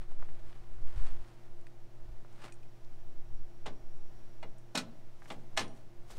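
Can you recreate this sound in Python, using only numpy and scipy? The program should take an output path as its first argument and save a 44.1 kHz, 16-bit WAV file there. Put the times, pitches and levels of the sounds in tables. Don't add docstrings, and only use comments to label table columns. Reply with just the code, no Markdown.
import sys
import numpy as np
from scipy import signal
from scipy.fft import rfft, irfft
from scipy.io import wavfile
from scipy.ndimage import uniform_filter1d, map_coordinates

SR = 44100
rng = np.random.default_rng(int(sys.argv[2]) if len(sys.argv) > 2 else 0)


def store_wav(level_fs):
    pcm = np.round(np.clip(np.atleast_2d(level_fs), -1, 1) * 32767)
    wavfile.write(sys.argv[1], SR, pcm.T.astype(np.int16))


N = 272670
TIME = np.arange(N) / SR


def from_db(db):
    return 10 ** (np.asarray(db) / 20)


def rms_one(x):
    return x / np.sqrt(np.mean(x ** 2) + 1e-20)


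def at_hz(table, hz, column=1):
    table = np.array(table)
    return np.interp(np.log(hz + 1e-9), np.log(table[:, 0]), table[:, column])


def coloured(x, spectrum):
    gain = from_db(at_hz(spectrum, np.fft.rfftfreq(N, 1 / SR)))
    return rms_one(irfft(rfft(x) * gain, N))


def drift(knots_per_s):
    knots = rng.standard_normal(2048)
    return rms_one(map_coordinates(knots, [TIME * knots_per_s], order=2, mode="wrap"))


def band(x, low, high, order=2):
    edges = [low, min(high, SR / 2 - 100)]
    return signal.sosfilt(signal.butter(order, edges, "band", fs=SR, output="sos"), x)


def add(out, at_s, sound):
    start = int(at_s * SR)
    out[start:start + len(sound)] += sound[:N - start]


def swells(rows, release=1.0):
    power = 0
    for peak_s, db, swell_s in rows:
        away = np.maximum(peak_s - TIME, (TIME - peak_s) / release) / swell_s
        power = power + (from_db(db) * np.exp(-np.minimum(away, 20))) ** 2
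    return np.sqrt(power)


def dying_noise(db_at, t60_at, seconds):
    t = TIME[:int(seconds * SR)]
    edges = 70 * 2 ** (np.arange(25) / 3)
    white, out = rng.standard_normal((2, len(t))), 0
    for k, (low, high) in enumerate(zip(edges, edges[1:])):
        hz = np.sqrt(low * high)
        fade = from_db(-60 * t / t60_at(hz))
        band_rms = np.sqrt(np.mean(fade ** 2) * 2 * (high - low) / SR)
        out = out + from_db(db_at(hz)) * band_rms * rms_one(band(white[k % 2] * fade, low, high))
    return out


def ringing(modes, spread_db=1):
    t = TIME[:SR // 2]
    hz, db, t60 = np.transpose(modes)[:, :, None]
    strength = from_db(db + spread_db * rng.standard_normal(hz.shape)) * rng.choice([-1, 1], hz.shape)
    return np.sum(strength * from_db(-60 * t / t60) * np.sin(2 * np.pi * hz * t), axis=0)


def far_traffic(level_db=-62):
    # f/Hz, level/dB per Hz
    spectrum = [(40, -5), (60, -11), (90, -10.5), (125, -6.5), (160, -7.5), (250, -14.5), (330, -10.5),
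                (480, -16), (700, -14), (1050, -21), (1650, -24.5), (3700, -31.5), (5700, -33.5),
                (9000, -39.5), (15500, -43)]
    return from_db(level_db + .5 * drift(3.28)) * coloured(rng.standard_normal(N), spectrum)


def far_motor():
    # f/Hz, level/dB rms, waver/Hz
    partials = [(115.8, -62, 0.947), (232, -76.5, 2.72), (347.8, -68, 1.1), (638, -77.5, 2.0)]
    hum = 0
    for hz, db, waver_hz in partials:
        amplitude = np.sqrt(2) * from_db(db + 1.2 * drift(6))
        phase = 2 * np.pi * np.cumsum(hz + waver_hz * drift(8)) / SR
        hum = hum + amplitude * np.sin(phase)
    return hum


def far_whine(hz=5650, width_hz=90):
    # t/s, level/dB, swell/s
    peaks = [(4.1, -81.5, 1.9)]
    whine = band(rng.standard_normal(N), hz - width_hz / 2, hz + width_hz / 2, order=1)
    return swells(peaks, release=0.69) * rms_one(whine)


def wind_on_microphone(breeze_db=-65, sway_db=-37.5, sway_follows=.58, sway_average_s=0.65):
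    # t/s, level/dB, swell/s
    gusts = [(.02, -50.5, 0.021), (.22, -47.5, .04), (.45, -48, 0.28), (.81, -34.5, .035),
             (.98, -28, 0.024), (1.07, -41.5, 0.053), (1.2, -44.5, .035), (2.09, -43.5, 0.049),
             (3.0, -53, 0.08), (3.33, -43.5, 0.07), (3.7, -53.5, 0.16), (4.1, -54.5, 0.07),
             (6.18, -49, 0.12)]
    # f/Hz, level/dB per Hz
    spectrum = [(14, -3.5), (25, 8), (45, -2.5), (62, -8), (90, -16.5), (160, -29), (300, -74)]
    strength = np.hypot(from_db(breeze_db), swells(gusts, release=1.33))
    over_breeze = strength / from_db(breeze_db)
    gustiness = uniform_filter1d(over_breeze ** sway_follows, int(sway_average_s * SR) + 1)
    sway = rms_one(band(rng.standard_normal(N + SR), 2.5, 8, order=3)[SR:])
    rumble = coloured(rng.standard_normal(N), [(3.3, -35)] + spectrum)
    return from_db(sway_db) * gustiness * sway + strength * rumble


def yard_reflections(near, delay_s=.022, send_db=-30):
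    # f/Hz, relative level/dB, t60/s
    scatter = [(100, -7, .7), (300, -10, .65), (800, -17, .6), (2000, -27, .5), (4500, -29, .5),
               (8000, -35, .35), (15000, -39, .3)]
    tail = dying_noise(lambda hz: at_hz(scatter, hz), lambda hz: at_hz(scatter, hz, column=2), 1.0)
    out = np.zeros(N)
    add(out, delay_s, from_db(send_db) * signal.fftconvolve(near, tail)[:N])
    return out


def friction(push, spectrum, slips_per_s, size_db, clump_db):
    slips = (rng.random(N) < slips_per_s / SR) * rng.choice([-1, 1], N)
    sizes = from_db(size_db * np.minimum(rng.exponential(1, N), 4))
    clumps = from_db(clump_db * drift(130))
    return coloured(slips * sizes * clumps, spectrum) * push


def shoe_scuffs(gain_db=1.0):
    # t/s, relative level/dB, swell/s
    scuffs = [(.02, -60.5, .03), (.115, -61.5, 0.028), (.225, -63.5, 0.044), (.48, -64, 0.21),
              (.885, -59.5, 0.023), (.98, -60, 0.075), (1.065, -55.5, 0.087), (1.25, -66, 0.24),
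              (1.455, -65, 0.011), (2.40, -63.5, 0.097), (2.452, -48, 0.026)]
    # f/Hz, level/dB per Hz
    grit = [(150, -4.5), (400, -6), (750, -3.5), (1100, -4), (1800, -8), (4300, -16.5), (6700, -23),
            (9000, -22), (11000, -32), (15500, -42)]
    push = from_db(gain_db) * swells(scuffs, release=0.91)
    return friction(push, grit, slips_per_s=2400, size_db=2.0, clump_db=1.5)


def dull_taps(ground_db=-7, ground_delay_s=.005, crumble=0.15, crumble_s=0.004):
    # t/s, level/dB before the band-pass, centre f/Hz
    contacts = [(.119, -25, 745), (0.2257, -19.5, 990), (0.2883, -29.5, 1210), (.529, -39, 2200),
                (.639, -41.5, 2000), (1.052, -37, 1090), (1.069, -33, 1010), (2.248, -28, 880),
                (2.457, -46, 5030), (2.483, -31, 1490), (2.493, -30, 1380), (4.4298, -24.5, 1370),
                (5.221, -26, 1200), (5.2577, -27.5, 1370), (5.289, -32, 900), (5.5766, -8, 2160),
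                (6.103, -23.5, 766)]
    out, t = np.zeros(N), TIME[:SR // 10]
    for at_s, db, hz in contacts:
        envelope = np.exp(-t / crumble_s) * (1 - np.exp(-t * hz / 2))
        force = crumble * rng.standard_normal(len(t)) * envelope
        force[0] += 2
        tap = from_db(db) * band(force, hz * .5, hz * 1.65, order=3)
        add(out, at_s, tap)
        add(out, at_s + ground_delay_s, from_db(ground_db) * tap)
    return out


def fitting_ticks(focus_db_per_octave=18, crack_db=2, crack_s=0.0018, rise_s=0.00073):
    # t/s, level/dB, f/Hz struck hardest, t60/s of damping by what the fitting rests on
    touches = [(1.612, -61, 8000, .03), (1.668, -43.5, 2070, 0.018), (1.668, -46, 3440, 0.013),
               (1.668, -55, 7700, .04), (2.326, -58, 6700, .4), (2.523, -44, 6960, 0.19),
               (2.522, -44, 3000, 0.065), (2.540, -55, 8450, 0.11), (2.630, -54, 2800, 0.069),
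               (2.630, -56, 7000, 0.061), (2.847, -52, 5500, .02), (4.583, -53.5, 7600, 0.15),
               (5.604, -42.5, 8750, 1.5), (5.679, -50.5, 5900, 1.8), (6.113, -47, 8000, .05)]
    # f/Hz, relative level/dB, t60/s
    fitting = [(1910, 2, 0.022), (2490, -3, 0.12), (5760, -18.5, 0.5), (6880, -16, 0.11), (8200, -5, 0.018),
               (8130, -18, 0.25), (8800, -17, 0.38), (9850, -17, .28)]
    out, t = np.zeros(N), TIME[:SR // 2]
    for at_s, db, struck_hz, damping_t60 in touches:
        modes = [(hz, mode_db - focus_db_per_octave * abs(np.log2(hz / struck_hz)), t60)
                 for hz, mode_db, t60 in fitting]
        ring = ringing(modes) * from_db(-60 * t / damping_t60)
        burst = rng.standard_normal(len(t)) * np.exp(-t / crack_s)
        crack = from_db(crack_db) * band(burst, struck_hz * 0.66, struck_hz * 1.23)
        add(out, at_s, from_db(db) * (ring + crack) * (1 - np.exp(-t / rise_s)))
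    return out


def tube_scrapes():
    # t/s, level/dB, swell/s
    slides = [(5.29, -59.5, 0.054), (5.775, -66, 0.033), (6.113, -51, 0.016), (6.17, -57, 0.042)]
    # f/Hz, level/dB per Hz
    rasp = [(200, -1), (600, -1), (2300, -9.5), (4400, -10.5), (8500, -14.5), (11000, -20), (15500, -27)]
    return friction(swells(slides), rasp, slips_per_s=3800, size_db=-2.0, clump_db=2.1)


def tube_knocks(grip_t60=0.3):
    # t/s, place, contact level/dB at 800 Hz, relative to that thud/dB, clang/dB
    # and edge/dB; then frame t60/s, ring level/dB, rise/s
    blows = [(3.6572, "rim", -26, 0, -13, -39, 0.088, -50.5, 0.001),
             (3.6609, "rim", -27, -3, -3.5, -20, .14, -58, 0.00068),
             (3.6762, "wall", -42, 11.5, -19, -35, 0.11, -69, .0007),
             (4.4276, "rim", -29.5, 0.5, -18, -25, 0.1, -49, 0.00023),
             (4.746, "wall", -18, -0.5, -34, -24, 0.046, -70, 0.0018),
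             (4.7512, "wall", -23, 2, 3.5, -4, 0.1, -39, 0.0018),
             (4.7739, "wall", -27, -7, 4.5, -0.5, 0.15, -37.5, 0.00044),
             (5.3021, "rim", -28, 4, -2.5, -20.5, 0.13, -45.5, 0.00054),
             (5.3185, "rim", -34.5, -18, -33, -8.5, 0.11, -70, 0.0013),
             (5.5662, "seat", -36, -20, -12, -1, 0.056, -48.5, 0.0019),
             (5.5737, "seat", -18, 0, 1.5, -8, 0.09, -36, 0.00037),
             (5.5910, "seat", -27.5, -3, 6.5, -5.5, 0.15, -43.5, 0.00053),
             (5.6065, "seat", -27.5, 6, 0.5, -16, 0.14, -71, 0.00084)]
    # f/Hz, relative level/dB, factor on the blow's t60
    frame_modes = [(73.4, -4.5, 1.5), (128, -9, 4.4), (244, -2.5, 2.1), (480, -5.5, 2.3), (720, 0, 1.27),
                   (1400, -3.5, 1.04), (2400, -6.5, 1.04), (3750, -2.5, 0.86), (5160, -5, 0.92),
                   (8200, -3, 0.69), (11400, -17.5, 0.66), (15000, -26, 0.87)]
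    # f/Hz, t60/s, relative level/dB struck on rim, wall, seat
    steel_modes = [(184, .3, -16, -8, -16), (236, .25, -16, -3, -12), (248, .33, -16, 3, -9),
                   (637, .22, -1, -10, -10), (657, .25, -14, -12, -2), (802, .2, -2, -6, 0),
                   (913, .2, -14, -20, -5), (1055, .22, -12, -14, -2), (1320, .18, -10, -4, -6),
                   (1480, .15, -14, -1, -8), (1745, .19, -16, -8, 4), (1965, .18, -9, -8, -6),
                   (2048, .15, -3, -16, -12), (2096, .17, -14, -14, 1), (2140, .15, -6, -14, -9),
                   (2309, .15, -8, -14, -4), (2417, .14, -9, -4, -12), (2514, .14, -12, -1, -4),
                   (2847, .13, -3, -20, -20), (2900, .17, -18, -6, -8), (3418, .16, -10, -16, -8),
                   (3812, .12, -14, -4, -3), (3984, .12, -14, -1, -4), (4172, .12, -20, 1, -2),
                   (4408, .15, -14, -5, -7), (5124, .12, -26, -6, -12), (5412, .13, -26, -4, -6),
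                   (5589, .15, -26, -11, -4), (6166, .15, -28, -14, -7), (7900, .11, -28, -11, -18),
                   (8190, .1, -28, -11, -16)]
    places = ["rim", "wall", "seat"]
    out, t = np.zeros(N), TIME[:SR // 2]
    for at_s, place, db, thud_db, clang_db, edge_db, t60, ring_db, rise_s in blows:
        contact = [(250, thud_db), (800, 0), (3000, clang_db), (9000, edge_db)]   # f/Hz, level/dB
        frame = dying_noise(lambda hz: db + at_hz(contact, hz) + at_hz(frame_modes, hz),
                            lambda hz: t60 * at_hz(frame_modes, hz, column=2), seconds=.5)
        modes = [(hz, ring_db + place_db[places.index(place)], mode_t60)
                 for hz, mode_t60, *place_db in steel_modes]
        ring = ringing(modes) * from_db(-60 * t / grip_t60)
        add(out, at_s, (frame + ring) * (1 - np.exp(-t / rise_s)))
    return out


def scene():
    near = shoe_scuffs() + tube_scrapes() + tube_knocks() + fitting_ticks() + dull_taps()
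    far = far_traffic() + far_motor() + far_whine()
    return (near + yard_reflections(near) + wind_on_microphone() + far)[None]


def record(dry):
    return signal.sosfilt(signal.ellip(12, .1, 80, 15700, fs=SR, output="sos"), dry)


dry = scene()
out = record(dry)
store_wav(out)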